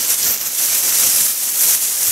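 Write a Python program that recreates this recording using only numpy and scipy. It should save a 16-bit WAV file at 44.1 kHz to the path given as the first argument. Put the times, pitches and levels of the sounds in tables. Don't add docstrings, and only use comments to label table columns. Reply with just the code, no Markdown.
import sys
import numpy as np
from scipy import signal
from scipy.fft import rfft, irfft, next_fast_len
from scipy.io import wavfile
from scipy.ndimage import uniform_filter1d, map_coordinates

SR = 44100
rng = np.random.default_rng(int(sys.argv[2]) if len(sys.argv) > 2 else 0)


def transcribe(u):
    v = np.clip(np.atleast_2d(u).T, -1, 1)
    q = np.round(v * 32767).astype(np.int16)
    wavfile.write(sys.argv[1], SR, q)


def gain_from_db(level_db):
    decades = np.asarray(level_db, float) / 20
    return 10 ** decades


N = 93227


def unit(x):
    return x / np.sqrt(np.mean(x ** 2) + 1e-20)


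def along(points, hz):
    f, v = np.transpose(points)
    return np.interp(np.log(hz + 1), np.log(f + 1), v)


def curve(rows, column=1):
    columns = np.transpose(rows)
    return np.interp(np.arange(N) / SR, columns[0], columns[column])


def wobble(rate_hz):
    knots = rng.standard_normal(int(N * rate_hz / SR) + 4)
    return map_coordinates(knots, [np.arange(N) * rate_hz / SR])


def coloured(x, points, causal=True):
    m = 2 * next_fast_len(N // 2 + SR // 8)
    gain = gain_from_db(along(points, np.fft.rfftfreq(m, 1 / SR)))
    cepstrum = irfft(np.log(gain), m)
    if causal:
        cepstrum[1:m // 2] *= 2
        cepstrum[m // 2 + 1:] = 0
    return irfft(rfft(x, m) * np.exp(rfft(cepstrum)), m)[..., :N]


def grains(s, hz, size, cycles, count):
    k = np.arange(count)
    turns = hz[:, None] * k / SR
    envelope = np.exp(-np.log(10) * turns / cycles) * (1 - np.exp(-turns / 0.96))
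    shapes = size[:, None] * np.sin(2 * np.pi * turns) * envelope
    at = np.round(s * SR).astype(int)[:, None] + k
    return np.bincount(at.ravel(), shapes.ravel(), N + count)[:N]


# t/s, level/dB
HANDLING = [(0, -21.5), (.072, -22.5), (.11, -17.5), (.165, -27), (.27, -17.5), (.33, -20.5), (.375, -27.5),
            (.52, -27), (.6, -22.5), (1.0, -17.5), (1.3, -19.5), (1.34, -26), (1.585, -22.5), (1.615, -17),
            (1.73, -17.5), (1.79, -25.5), (1.99, -23), (2.05, -22)]
# middle t/s, length/s, lift/dB
TUGS = [(0.03, 0.023, 0.5), (0.078, 0.013, -2), (0.143, 0.014, 3.5), (0.189, .03, 4), (0.247, .008, 2),
        (0.33, 0.029, -0.5), (0.342, 0.016, 1.5), (.395, .025, -2), (0.417, 0.014, 3), (0.472, 0.032, 4.5),
        (0.597, .04, 3.5), (0.642, 0.057, 3), (0.746, 0.038, 2), (0.818, .03, -3), (0.884, .05, 1),
        (.918, 0.033, -4), (0.97, 0.018, -3.5), (1.006, 0.061, 1), (1.162, 0.048, 2), (1.205, 0.038, 2.5),
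        (1.437, 0.032, 3), (1.483, .022, 1), (1.52, .03, -1.5), (1.66, .03, 0.5), (1.689, 0.029, 2),
        (1.749, 0.029, 2), (1.838, 0.071, 5), (1.947, 0.026, 0.5), (1.966, .015, -1), (2.067, 0.097, 3)]


def effort_db():
    t = np.arange(N) / SR
    tugs = sum(lift_db * np.exp(-.5 * ((t - s) / (0.35 * length_s)) ** 2)
               for s, length_s, lift_db in TUGS)
    tremor = 0.49 * wobble(45.2) + 0.76 * wobble(160)
    return curve(HANDLING) + tugs + tremor


CREASES_PER_S, RING_CYCLES, TICK_DB = 9000, 1.68, -2
SIZE_SPREAD_DB, SPARSER_PER_DB, BIGGEST_DB = 2, 0.045, 11


def crackle(level_db):
    count = int(CREASES_PER_S * N / SR)
    ring_u, hz_u, ring_size_u, sign_u, tick_u, tick_size_u = rng.random((6, count))
    spread_db = SIZE_SPREAD_DB * (1.5 + SPARSER_PER_DB * (level_db.mean() - level_db))

    def size(at, u):
        db = np.minimum(-spread_db[at] * np.log(1 - u), BIGGEST_DB)
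        return gain_from_db(db) * np.sign(sign_u - .5)

    s = ring_u * N / SR
    hz = 1200 + 15500 * hz_u
    ring_size = size((s * SR).astype(int), ring_size_u) * np.sqrt(hz)
    rings = grains(s, hz, ring_size, RING_CYCLES, count=96)
    tick_at = (tick_u * N).astype(int)
    ticks = np.bincount(tick_at, size(tick_at, tick_size_u), N)
    return unit(rings) + gain_from_db(TICK_DB) * unit(ticks)


def slide():
    z = signal.stft(rng.standard_normal(N), nperseg=256)[2]
    patches = uniform_filter1d(rng.standard_normal(z.shape), 5, 0)
    patches = uniform_filter1d(patches, 12, 1)
    return unit(signal.istft(z * gain_from_db(2.7 * unit(patches)), nperseg=256)[1][:N])


SLIDE_DB = -0.5
# f/Hz, level/dB
FILM_SPECTRUM = [(25, -29), (60, -20), (500, -12.5), (1200, -14.5), (4000, -10.5), (9000, -6.5),
                 (15500, -10)]


def rustle():
    level_db = effort_db()
    source = crackle(level_db) + gain_from_db(SLIDE_DB) * slide()
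    return gain_from_db(level_db) * unit(coloured(source, FILM_SPECTRUM))


# f/Hz, level/dB
TAUT_CHANGE = [(100, -4), (1000, -2.5), (4000, -1.5), (7000, -1), (11000, .5), (13000, 2), (15500, 4)]


def stretch(slack, taut):
    return (1 - taut) * slack + taut * coloured(slack, TAUT_CHANGE, causal=False)


def room_air():
    shape = [(25, -34), (60, 1.5), (300, -3.5), (2000, -17), (16000, -40)]  # f/Hz, level/dB
    return gain_from_db(-61.5) * unit(coloured(rng.standard_normal(N), shape))


# f/Hz, level/dB
SHADE_CHANGE = [(300, 5.5), (3000, 2.5), (6500, .5), (8000, -4), (9500, -10), (10900, -13), (11700, 0),
                (15000, 5.5)]


def arm_shade(front, shade):
    return (1 - shade) * front + shade * coloured(front, SHADE_CHANGE, causal=False)


# f/Hz, t60/s
ROOM_T60 = [(200, 0.31), (2000, 0.26), (12000, 0.11)]
ROOM_CHANGES_S = .15


def room(x):
    hop = int(ROOM_CHANGES_S * SR)
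    out = np.zeros((2, N + SR))
    padded = np.pad(x, (hop, 2 * hop))
    fade = np.hanning(2 * hop) ** .5
    for at in range(-hop, N, hop):
        hz, t, z = signal.stft(rng.standard_normal((2, SR // 3)), SR, nperseg=256)
        decay_db = -60 * t / along(ROOM_T60, hz)[:, None]
        tail = signal.istft(z * gain_from_db(decay_db), SR, nperseg=256)[1]
        tail = tail / np.linalg.norm(tail[0])
        piece = padded[at + hop:at + 3 * hop] * fade
        wet = signal.fftconvolve(piece[None], tail, axes=1)
        out[:, at + hop:][:, :wet.shape[1]] += wet
    return out[:, hop - SR // 400:][:, :N]


# f/Hz, level/dB
PORTS_UNLIKE = [(100, -19), (400, -22.5), (1500, -33.5), (6000, -20), (9000, -17.5), (11300, -15.5),
                (12500, -30)]
# f/Hz, level/dB
RIGHTWARD = [(100, -32), (250, -18), (600, -7), (1500, -13.5), (3000, -9.5), (5000, -15.5), (8000, -20),
             (15000, -23)]


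def two_ports(mid, other, aside):
    side = coloured(other, PORTS_UNLIKE) - aside * coloured(mid, RIGHTWARD, causal=False)
    return np.array([mid + side, mid - side])


# t/s, level/dB, f/Hz
SNAPS = [(0.0202, -10, 9000), (.082, -5, 12000), (.167, -16, 9500), (0.2297, -2.5, 6000),
         (0.3758, -7, 8050), (.412, -10.5, 6000), (0.4135, -9, 12400), (0.43, -8, 12500),
         (0.837, -3, 11200), (0.8691, -3, 8200), (.319, -4, 12500), (.352, -12, 13000), (1.041, 2, 9100),
         (1.3243, -10, 9000)]
SNAP_DB = 3


def snaps():
    s, db, hz = np.transpose(SNAPS)
    size = gain_from_db(db + SNAP_DB)
    crack = grains(s - .0002, .8 * hz, size, 1.3, count=32)
    high_ring = grains(s, hz, 0.59 * size, 6.5, count=128)
    low_ring = grains(s + .0003, 0.59 * hz, .4 * size, 2.8, count=128)
    return crack + high_ring + low_ring


# t/s, level/dB, f/Hz
FLAPS = [
    (.115, -43, 70),
    (0.247, -31, 160),
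    (.275, -34, 86),
    (1.07, -35, 120),
    (1.13, -40, 85),
    (1.21, -36, 168),
    (1.715, -35, 70),
    (2.076, -28, 100),
]


def flaps():
    s, db, hz = np.transpose(FLAPS)
    return grains(s, hz, gain_from_db(db), 3.3, count=3000)


# t/s, offset to right/0-1, arm shade/0-1, film tension/0-1
PLACE = [(0, 0.75, 0.5, 0.06), (.14, 0.7, 0, 0.17), (.215, 0.8, 0.34, .03), (.24, 0.86, 0.7, .3),
         (.33, .95, 0.7, 0.8), (.37, 1, 0.7, 0.05), (.47, 1, 0.64, 0.23), (.56, 0.96, 0.14, 0.38),
         (.9, 0.73, 0.32, .3), (1.15, 0.6, -0.0064, 0), (1.22, 0.13, 0, 0.44), (1.35, 0.06, 0.22, 1),
         (1.6, 0.38, 0.13, 0.77), (2.11, 0.01, 0, 0.36)]
ROOM_DB = -13.5


def scene():
    aside, shade, taut = (np.clip(curve(PLACE, column=k), 0, 1) for k in range(1, 4))
    bag = stretch(rustle() + snaps(), taut)
    near, other = room(bag)
    front = bag + gain_from_db(ROOM_DB) * near + room_air() + flaps()
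    return two_ports(arm_shade(front, shade), other, aside)


def roll_off(x):
    return signal.sosfilt(signal.butter(12, 16090, fs=SR, output="sos"), x)


# f/Hz, level/dB
CAPSULE = [(4200, 0.56), (5100, 3), (5800, 7.5), (7500, 6), (9000, 5), (12300, 8), (13800, 1.5),
           (15700, -2.5)]
CEILING, KNEE, TOP_HZ = .78, 4, 15750


def record(dry):
    x = coloured(dry, CAPSULE)
    x = x / (1 + np.abs(x / CEILING) ** KNEE) ** (1 / KNEE)
    m = next_fast_len(N + SR // 4)
    passed = np.fft.rfftfreq(m, 1 / SR) < TOP_HZ
    mix = irfft(rfft(x, m) * passed, m)[:, :N]
    return roll_off(mix)


dry = scene()
out = record(dry)
transcribe(out)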